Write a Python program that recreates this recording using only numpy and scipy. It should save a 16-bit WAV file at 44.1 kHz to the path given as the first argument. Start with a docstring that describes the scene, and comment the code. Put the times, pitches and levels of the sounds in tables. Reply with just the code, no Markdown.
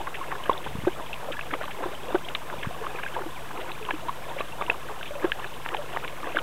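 """A dog's tongue laps quickly from a narrow concrete ditch, about three strokes a second. Each stroke sloshes
the surface, then water falls back in spray and drops: swarms and single ringing air pockets. Now and then the
tongue smacks, a click and a ring, or gulps a big pocket that sheds smaller ones. The ditch runs underneath as
coloured noise and sparse bubbles, and a thin tone slides down once. A hand-held camera adds hum, whine, hiss,
knocks and grip rumble; its digital filter ends the sound near 4 kHz."""
import sys
import numpy as np
from scipy import signal
from scipy.fft import rfft, irfft, next_fast_len
from scipy.io import wavfile
from scipy.ndimage import uniform_filter1d

SR = 44100
rng = np.random.default_rng(int(sys.argv[2]) if len(sys.argv) > 2 else 0)


def inscribe(sig):
    """Save sig as 16-bit PCM at rate SR to the path in sys.argv[1].

    A 1-D sig is mono; a 2-D sig holds one channel per row.
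    Samples are clipped to [-1, 1] before scaling.
    """
    pcm = np.round(np.clip(np.atleast_2d(sig).T, -1, 1) * 32767)
    wavfile.write(sys.argv[1], SR, pcm.astype(np.int16))


N = 283122


def from_db(db):
    """Decibels to gain."""
    return 10 ** (np.asarray(db) / 20)


def rms_one(x):
    """Scale to rms 1."""
    return x / np.sqrt(np.mean(x ** 2) + 1e-20)


def at_hz(points, hz):
    """Read a spectrum in dB on a log-frequency axis."""
    point_hz, point_db = np.transpose(points)
    return np.interp(np.log(hz + 1e-9), np.log(point_hz), point_db)


def coloured(gain_at):
    """Noise of rms 1 whose gain follows a function of frequency."""
    size = next_fast_len(N)
    spectrum = rfft(rng.standard_normal(size))
    gain = gain_at(np.fft.rfftfreq(size, 1 / SR))
    return rms_one(irfft(spectrum * gain, size)[:N])


def add(out, s, sound):
    """Mix a short sound in at time s."""
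    start = int(np.clip(round(s * SR), 0, N - 1))
    out[start:start + len(sound)] += sound[:N - start]


def swells(rows):
    """Gain that builds up to each (s, dB, rise s, fall s) and dies away after it, adding overlaps as power."""
    t = np.arange(0, N, 32) / SR
    power = np.zeros(len(t))
    for s, db, rise, fall in rows:
        distance = np.maximum((s - t) / rise, (t - s) / fall)
        power += from_db(db) ** 2 * np.exp(-2 * distance)
    return np.interp(np.arange(N) / SR, t, np.sqrt(power))


def bubble(hz, t60, rise, swell_cycles, collapse=1.47):
    """An air pocket swells and rings, its pitch climbing; a collapse above 1 makes it die ever faster."""
    t = np.arange(int(t60 * SR) + 8) / SR
    swell = 1 - np.exp(-t * hz / swell_cycles)
    envelope = swell * np.exp(-np.log(1000) * (t / t60) ** collapse)
    pitch = hz * (1 + rise * (t / t60 - 1 / 5))
    return envelope / envelope.max() * np.sin(2 * np.pi * np.cumsum(pitch) / SR)


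def pocket(hz, t60, rise=0.043, collapse=1.48, swell_cycles=0.77):
    """A pocket rings, and the water closing over it makes a tiny splash; low pockets splash longer."""
    splash_db, splash_swell_s = -14, 0.0038
    splash_t60 = 0.031 * np.sqrt(1000 / hz)
    t = np.arange(SR // 5) / SR
    edges_hz = [min(hz * 1.1, SR / 16), min(hz * 3, SR / 8)]
    band = signal.butter(1, edges_hz, "band", fs=SR, output="sos")
    splash = rms_one(signal.sosfilt(band, rng.standard_normal(len(t))))
    envelope = (1 - np.exp(-t / splash_swell_s)) * np.exp(-np.log(1000) * t / splash_t60)
    out = from_db(splash_db) * splash * envelope
    ring = bubble(hz, t60, rise, swell_cycles, collapse)[:len(t)]
    out[:len(ring)] += ring
    return out


def spatter(hz, length, count=9):
    """Tiny pockets of scattered pitch burst in quick succession; rms 1 over the length in s."""
    octaves, ring_cycles, spread_db = 0.47, 10.3, 4   # octaves and dB reach either way
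    out = np.zeros(SR // 10)
    for k, (slip, pitch, strength) in enumerate(rng.random((count, 3))):
        own_hz = hz * 2 ** (octaves * (2 * pitch - 1))
        ring = bubble(own_hz, ring_cycles / own_hz, rise=0.13, swell_cycles=1.0)
        start = int((k + slip) / count * length * SR)
        gain = from_db(spread_db * (2 * strength - 1))
        out[start:start + len(ring)] += gain * ring[:len(out) - start]
    return out * np.sqrt(length * SR / np.sum(out ** 2))


def swarm(colour, per_s, cycles, spread_db, rise, even_s, count=48):
    """Small bubbles of random size and pitch, their slow level swings evened out; rms 1."""
    pitches = np.geomspace(colour[0][0], colour[-1][0], count)
    dampings = rng.uniform(-.9, 1, count)   # octaves of ring length
    rings = []
    for hz, damping in zip(pitches, dampings):
        ring = bubble(hz, cycles * 2 ** damping / hz, rise, swell_cycles=0.16)
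        rings.append(from_db(at_hz(colour, hz)) * np.sqrt(hz) * ring)
    when, which, rarity = rng.random((int(per_s * N / SR), 3)).T
    # most are small, a few stand out
    strengths = from_db(-spread_db * np.log(np.maximum(rarity, .03)))
    out = np.zeros(N + SR)
    for start, k, strength in zip((when * N).astype(int), (which * count).astype(int), strengths):
        out[start:start + len(rings[k])] += strength * rings[k]
    out = rms_one(out[:N])
    size = max(int(even_s * SR), 2)
    power = uniform_filter1d(uniform_filter1d(out ** 2, size), size)
    return rms_one(out / np.sqrt(np.abs(power) + 0.035))


def stirred_water():
    """Every stroke sloshes the surface and throws fine spray; the water falling back does so again."""
    # strokes of the tongue: start_s, slosh_db, spray_db, build_and_settle_s,
    # wait_s until the water falls back, back_slosh_db, back_spray_db
    laps = [(0.0, -27, -37, 0.016, 0.16, -51, -42), (0.335, -37.5, -48, 0.18, 0.13, -40, -38),
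            (0.53, -34, -42.5, 0.047, 0.14, -34.5, -39), (0.869, -44, -47, 0.067, 0.13, -31.5, -46),
            (1.24, -37, -58, 0.058, 0.069, -34, -48), (1.541, -25.5, -36, 0.012, 0.096, -37, -42),
            (1.833, -29, -42, 0.039, 0.096, -39, -46), (2.116, -34.5, -43.5, 0.058, 0.19, -35, -48),
            (2.53, -33.5, -47, 0.043, 0.12, -35, -40.5), (2.86, -39, -45, 0.15, 0.13, -35, -39),
            (3.18, -31, -44, 0.035, 0.28, -50, -47), (3.595, -32.5, -46, 0.051, 0.1, -36.5, -40),
            (3.90, -33.5, -45, 0.023, 0.17, -36, -44), (4.301, -33.5, -44, 0.033, 0.098, -36, -35.5),
            (4.62, -32, -39.5, 0.025, 0.089, -32, -39), (4.909, -34.5, -51, 0.027, 0.14, -59, -46),
            (5.241, -33, -45, 0.05, 0.2, -36, -38), (5.745, -33.5, -58, 0.05, .04, -55, -62),
            (5.945, -36.5, -40, 0.044, 0.1, -34, -43), (6.269, -32.5, -40, 0.039, 0.1, -29, -34)]
    # colours of the two bubble swarms: pitch_hz, level_db
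    slosh_colour = [(300, -3), (430, -3), (600, 2.5), (760, -4), (1050, 5), (1400, -6.5)]
    spray_colour = [(1450, 9.5), (1700, 4), (2100, -0.5), (2700, 3.5), (3300, -1), (3900, -1.5)]
    back_rise_s, back_fall_s = 0.019, 0.022
    ripple_slosh_db, ripple_spray_db = -45, -50.5   # the surface between strokes
    s, slosh_db, spray_db, length, wait, back_slosh_db, back_spray_db = np.transpose(laps)

    def level(stroke_db, back_db, ripple_db):
        """Stroke, fall-back and resting ripple add as power."""
        stroke = swells(zip(s, stroke_db, length, length))
        back = swells((when, db, back_rise_s, back_fall_s) for when, db in zip(s + wait, back_db))
        return np.sqrt(stroke ** 2 + back ** 2 + from_db(ripple_db) ** 2)

    slosh = swarm(slosh_colour, per_s=600, cycles=18.0, spread_db=2.5, rise=0.17, even_s=0.081)
    spray = swarm(spray_colour, per_s=950, cycles=30, spread_db=4.0, rise=0.097, even_s=0.069)
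    sloshing = level(slosh_db, back_slosh_db, ripple_slosh_db) * slosh
    spraying = level(spray_db, back_spray_db, ripple_spray_db) * spray
    return sloshing + spraying


def gulping():
    """The tongue traps a big air pocket that rings, closes with a splat and sheds smaller pockets."""
    # big pockets: start_s, pitch_hz, level_db, small_pockets_db against the big one, t60_s
    gulps = [(0.87, 350, -13, -11.5, 0.042), (1.8562, 349, -25, -11, .044), (2.1451, 356, -13, -6, 0.037),
             (3.2592, 321, -29.5, -18, .055), (3.9335, 303, -28, -8.5, 0.061),
             (5.242, 345, -14.5, -10, 0.042)]
    # a short low push and two ringing tones: pitch_ratio, level_db, share of the big pocket's t60
    gulp_rings = [(0.74, -19.5, 0.41), (1.02, 1, 0.91), (1.56, -5, 0.38)]
    # the small pockets it sheds: delay_s, pitch_hz, level_db, t60_s
    sheds = [(.001, 780, 2, 0.0033), (.006, 1080, -1, 0.0093), (.0065, 2000, -21, .003),
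             (0.0097, 1516, -2.5, 0.023)]
    splat_delay_s, splat_hz, splat_db, splat_length_s = 0.00319, 758, -7.5, .013
    scatter_share, scatter_s = 0.053, 0.00079   # no two gulps shed alike in pitch and timing
    out = np.zeros(N)
    for s, hz, big_db, small_pockets_db, big_t60 in gulps:
        for ratio, ring_db, share in gulp_rings:
            # climbs further in pitch and is cut short as it bursts
            ring = pocket(hz * ratio, big_t60 * share, rise=0.067, collapse=1.74, swell_cycles=1)
            add(out, s, from_db(big_db + ring_db) * ring)
        shed_db = big_db + small_pockets_db
        add(out, s + splat_delay_s, from_db(shed_db + splat_db) * spatter(splat_hz, splat_length_s))
        for delay, small_hz, small_db, t60 in sheds:
            late, sharp = rng.uniform(-1.02, 1, 2)
            small = pocket(small_hz * (1 + scatter_share * sharp), t60)
            add(out, s + delay + scatter_s * late, from_db(shed_db + small_db) * small)
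    return out


def smacking():
    """The wet tongue smacks: a short click, answered at once by a ringing pocket."""
    # start_s, click_hz, click_db, ring_hz, ring_db, ring t60_s, collapse (1 fades freely, 4 is cut off)
    smacks = [(0.071, 1690, -21.5, 1110, -23, 0.028, 1), (0.3174, 1750, -18.5, 1140, -27, 0.04, 1.4),
              (0.495, 488, -9, 1072, -8.5, 0.018, 1.8), (1.538, 890, -27, 2060, -20, 0.015, 1),
              (2.3495, 1880, -20.5, 3680, -10.5, 0.0028, 1.2), (3.9075, 2380, -16, 1690, -18, 0.016, 1.5),
              (4.406, 570, -19.5, 1150, -20.5, 0.032, 1.1), (4.622, 710, -16.5, 2200, -21, .005, 1),
              (4.699, 1850, -10, 2594, -10, 0.0067, 3.5), (5.3188, 2830, -11, 1665, -15, 0.015, 1.2),
              (5.7459, 2480, -18.5, 840, -15.5, 0.017, 0.93),
              (5.971, 770, -15.5, 1830, -17.5, 0.0078, 0.87), (6.047, 2540, -24, 1710, -23, 0.006, 1.15),
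              (6.3688, 2240, -31, 1540, -11, 0.0058, 4.6)]
    ring_lag_s = 0.00059
    out = np.zeros(N)
    for s, click_hz, click_db, ring_hz, ring_db, t60, collapse in smacks:
        click_t60 = 0.0031 * np.sqrt(2000 / click_hz)   # low clicks last longer
        add(out, s, from_db(click_db) * bubble(click_hz, click_t60, rise=0.11, swell_cycles=1.0))
        add(out, s + ring_lag_s, from_db(ring_db) * pocket(ring_hz, t60, collapse=collapse))
    return out


def drops():
    """Drops from the muzzle trap one small pocket each; water from tongue and lips spatters in bursts."""
    # single drops: start_s, pitch_hz, level_db, t60_s
    plips = [(0.212, 1080, -23.5, 0.042), (0.3248, 845, -20, 0.005), (0.438, 3050, -27, .008),
             (0.512, 910, -19.5, 0.021), (0.5308, 3400, -27, 0.013), (0.541, 1080, -36, 0.015),
             (0.578, 3650, -24, 0.0042), (0.8497, 1100, -24, 0.007), (1.061, 3280, -36.5, .015),
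             (1.131, 2650, -22.5, 0.0095), (1.1415, 2900, -21.5, 0.0028), (1.2864, 597, -22.5, 0.02),
             (1.302, 554, -27, 0.021), (1.3225, 3070, -28, .008), (1.3687, 1710, -28, 0.02),
             (1.3911, 1110, -26.5, .01), (1.392, 2580, -30, .007), (1.3924, 1630, -22.5, 0.01),
             (1.411, 2580, -22, 0.0069), (1.5405, 1030, -18, 0.005), (1.6116, 610, -23.5, 0.021),
             (1.622, 2420, -34, .007), (1.633, 1680, -30, 0.007), (1.639, 1140, -23.5, 0.017),
             (1.8625, 634, -24, 0.0099), (1.9503, 3050, -33, 0.016), (2.0335, 3360, -35, .011),
             (2.085, 510, -28, 0.043), (2.1282, 1040, -23, 0.011), (2.248, 3220, -32, 0.026),
             (2.287, 3300, -33, 0.0064), (2.351, 2930, -22, 0.007), (2.3526, 2350, -24, 0.013),
             (2.353, 1170, -24, 0.01), (2.5, 1550, -24, 0.0078), (2.5915, 3400, -36, .011),
             (2.631, 1650, -27, 0.0083), (2.709, 694, -28, 0.024), (2.8127, 448, -28.5, 0.054),
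             (2.8442, 1065, -28, 0.043), (2.8677, 1150, -18, 0.0072), (2.9481, 464, -26, 0.012),
             (2.959, 2450, -28.5, 0.016), (2.988, 1600, -26.5, .011), (3.035, 1650, -20.5, 0.0084),
             (3.0516, 2480, -32, 0.029), (3.063, 1610, -21.5, 0.023), (3.1385, 3140, -35, 0.0099),
             (3.151, 1630, -27.5, 0.019), (3.165, 926, -19.5, 0.02), (3.206, 373, -30, 0.068),
             (3.5748, 2450, -29.5, .009), (3.6946, 2400, -30, .007), (3.717, 2590, -24.5, 0.0052),
             (3.7186, 3930, -25, 0.0066), (3.8096, 433, -32.5, 0.11), (3.8273, 2540, -30, .01),
             (3.8512, 3020, -23.5, 0.0032), (3.8883, 1070, -20, 0.013), (3.889, 1510, -32, .009),
             (3.91, 875, -17.5, 0.0056), (3.9115, 2450, -25, .005), (4.0838, 977, -20.5, 0.027),
             (4.0924, 1095, -18.5, 0.023), (4.365, 550, -25, 0.03), (4.3878, 2300, -26, .009),
             (4.404, 3900, -29, .007), (4.4105, 2560, -21, 0.0063), (4.523, 2730, -32.5, .018),
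             (4.612, 1160, -18, 0.017), (4.6645, 2800, -28, .009), (4.681, 984, -24.5, 0.024),
             (4.6952, 477, -23, 0.016), (4.6995, 855, -19.5, .007), (5.011, 1540, -27.5, .013),
             (5.0304, 2640, -18.5, 0.0017), (5.078, 3190, -30.5, 0.009), (5.1067, 588, -28, 0.061),
             (5.1526, 571, -29, 0.093), (5.3964, 2800, -30, .008), (5.4, 1060, -24, 0.0094),
             (5.443, 2950, -30, .007), (5.4437, 1670, -23, 0.0093), (5.4703, 4000, -33, .01),
             (5.54, 3014, -33.5, .01), (5.6572, 2580, -36, .023), (5.662, 1390, -13.5, 0.0017),
             (5.689, 2770, -19, 0.0027), (5.6898, 1640, -25, 0.012), (5.7403, 1580, -27, 0.011),
             (5.768, 3150, -23.5, 0.0064), (5.7871, 586, -27, 0.074), (5.9637, 1100, -18, 0.0086),
             (6.2312, 1160, -24, 0.012), (6.243, 1780, -29, 0.012), (6.27, 510, -26, 0.019),
             (6.3213, 2560, -28.5, .009), (6.347, 600, -22, 0.016), (6.387, 3190, -26, .007),
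             (6.387, 1360, -17.5, 0.0084)]
    # bursts of tiny pockets: start_s, middle_pitch_hz, rms_db, length_s
    spatters = [(0.069, 1490, -29.5, 0.0097), (0.143, 2230, -32.5, 0.013), (0.237, 1690, -35, 0.0077),
                (0.31, 1870, -39, 0.018), (0.35, 1200, -35.5, .008), (0.436, 2700, -44, 0.0096),
                (0.642, 2940, -41, 0.014), (0.671, 1450, -42, 0.0098), (1.128, 2780, -43, 0.0086),
                (1.239, 1230, -39, 0.0071), (1.318, 2660, -33.5, 0.013), (1.326, 1860, -37, 0.017),
                (1.388, 2100, -38, 0.009), (1.507, 1820, -32.5, 0.0084), (1.534, 2400, -34.5, 0.011),
                (1.61, 1900, -34, 0.015), (1.63, 3400, -39, .004), (1.652, 3400, -36, 0.0052),
                (1.677, 1170, -30.5, 0.0059), (1.707, 2260, -38, 0.013), (1.827, 1430, -36.5, 0.014),
                (1.922, 2580, -42.5, 0.0062), (2.285, 2770, -31, 0.0051), (2.3515, 2770, -32, 0.0061),
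                (2.627, 2300, -32, 0.0096), (2.65, 1400, -35, 0.011), (2.836, 1240, -33, 0.011),
                (2.867, 1600, -42, 0.013), (2.946, 1100, -36.5, 0.0086), (2.984, 1900, -38, 0.017),
                (3.028, 2270, -34.5, 0.012), (3.06, 2280, -43, .009), (3.074, 2440, -40, 0.013),
                (3.142, 2500, -40, .008), (3.185, 870, -32, 0.011), (3.214, 1500, -34, 0.0076),
                (3.506, 1310, -35, 0.0087), (3.573, 1716, -43, .008), (3.603, 2580, -39.5, 0.017),
                (3.906, 2740, -36, 0.0052), (4.082, 2730, -41, .012), (4.384, 2350, -37, 0.0078),
                (4.741, 1120, -35, 0.0073), (4.884, 1370, -38, 0.011), (5.027, 2430, -39, 0.0062),
                (5.055, 2820, -43.5, 0.017), (5.224, 1410, -35, 0.011), (5.242, 2110, -35, .011),
                (5.388, 1050, -32.5, 0.0056), (5.648, 2030, -39.5, 0.013), (5.689, 1830, -34, 0.0038),
                (5.717, 1040, -35, 0.02), (5.739, 2350, -34.5, 0.0098), (5.765, 1900, -40, 0.0069),
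                (6.039, 1300, -35, 0.0068), (6.077, 2920, -31.5, 0.006), (6.27, 1460, -33, 0.0059),
                (6.355, 2540, -32.5, 0.0092), (6.386, 2470, -30, .008)]
    out = np.zeros(N)
    for s, hz, level_db, t60 in plips:
        add(out, s, from_db(level_db) * pocket(hz, t60))
    for s, hz, rms_db, length in spatters:
        add(out, s, from_db(rms_db) * spatter(hz, length))
    return out


def ditch(x):
    """The close walls and the bank throw back a few quick echoes."""
    # reflections: delay_s, level_db
    walls = [(.0023, -23), (.0041, -33), (.0085, -31), (0.017, -44)]
    out = x.copy()
    for delay, level_db in walls:
        add(out, delay, from_db(level_db) * x)
    return out


def chirp():
    """A thin, faint tone slides down and fades."""
    # path of the tone: time_s, pitch_hz, peak_db
    glide = [(3.352, 2750, -56), (3.364, 2440, -41), (3.383, 2000, -44), (3.405, 1650, -55)]
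    s, path_hz, path_db = np.transpose(glide)
    t = np.arange(N) / SR
    hz, peak_db = np.interp(t, s, path_hz), np.interp(t, s, path_db)
    sounding = (t > s[0]) & (t < s[-1])
    return sounding * from_db(peak_db) * np.sin(2 * np.pi * np.cumsum(hz) / SR)


def bumps(cycles):
    """The camera body takes soft, rounded knocks: a push and a pull that die at once."""
    # knocks: start_s, pitch_hz, level_db
    knocks = [(0.666, 260, -28), (0.7518, 164, -20.5), (0.7852, 120, -20.5), (0.798, 200, -37),
              (0.836, 260, -23), (0.847, 109, -26), (2.582, 149, -31), (2.6703, 148, -19.5)]
    out = np.zeros(N)
    for s, hz, level_db in knocks:
        knock = bubble(hz, cycles / hz, rise=0, swell_cycles=0.5, collapse=2.05)
        add(out, s, from_db(level_db) * knock)
    return out


def handling(top_hz):
    """The hand shifting its grip on the camera makes a dull rumble of low noise."""
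    # grip shifts: centre_s, level_db
    grips = [(0.675, -39.5), (0.715, -43), (0.76, -43), (0.81, -40), (2.60, -49), (2.668, -45)]
    rise_s, fall_s = 0.011, 0.057
    level = swells((s, db, rise_s, fall_s) for s, db in grips)
    return level * coloured(lambda f: f / (f + top_hz / 10) / (1 + (f / top_hz) ** 4))


def running_water():
    """The ditch murmurs as coloured noise, and sparse, clear bubbles chirp upward in it."""
    # spectrum of the murmur: frequency_hz, level_db (per Hz)
    flow = [(35, -2), (60, 2.5), (90, 4.5), (150, 2.5), (260, 1.5), (520, -23), (720, -5.5), (1000, -1.5),
            (1800, -6.5), (3200, -7), (4400, -12)]
    # colour of the trickling bubbles: pitch_hz, level_db
    trickle = [(450, 2), (950, 3.5), (1600, -6), (2600, -2), (3600, -7)]
    murmur = coloured(lambda f: from_db(at_hz(flow, f)))
    bubbles = swarm(trickle, per_s=130, cycles=24.3, spread_db=2, rise=0.28, even_s=0.1)
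    return from_db(-44.0) * murmur + from_db(-45.5) * bubbles


def camera_noise():
    """Steady hum tones, a thin whine and the converter's coloured hiss."""
    # hum tones: frequency_hz, rms_db
    hum = [(52, -56), (143, -54)]
    # spectrum of the hiss: frequency_hz, level_db (per Hz)
    hiss = [(1000, 0), (4500, 0.5), (7000, -0.5), (11000, -1.5), (14500, -3), (16000, -11)]
    whine = (8000, -71)   # Hz, rms dB
    t = np.arange(N) / SR
    out = from_db(-52.0) * coloured(lambda f: from_db(at_hz(hiss, f)))
    for hz, rms_db in [*hum, whine]:
        out += from_db(rms_db) * np.sqrt(2) * np.sin(2 * np.pi * hz * t)
    return out


def microphone(x, ceiling):
    """Loud peaks round off, the offset signal sticks in a dead band above zero, and a filter dulls it."""
    top_hz = 4065
    offset, dead_band = .0233, .016   # shares of full scale
    rounded = x / (1 + (x / ceiling) ** 4) ** (1 / 4) - offset
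    stuck = rounded - np.clip(rounded, 0, dead_band)
    taps = signal.firwin(101, top_hz, fs=SR)
    return signal.fftconvolve(stuck, taps, "same")


def scene():
    """Lapping over the flowing ditch, heard through the hand-held camera."""
    water = ditch(stirred_water() + gulping() + smacking() + drops())
    touch = bumps(cycles=1.7) + handling(top_hz=170)
    heard = microphone(water + running_water() + chirp() + touch, ceiling=0.47)
    return (heard + camera_noise())[None]


def record(dry):
    """A steep low-pass cuts the top at 15.7 kHz."""
    cut = signal.ellip(10, .1, 80, 15700, fs=SR, output="sos")
    return signal.sosfilt(cut, dry)


dry = scene()
out = record(dry)
inscribe(out)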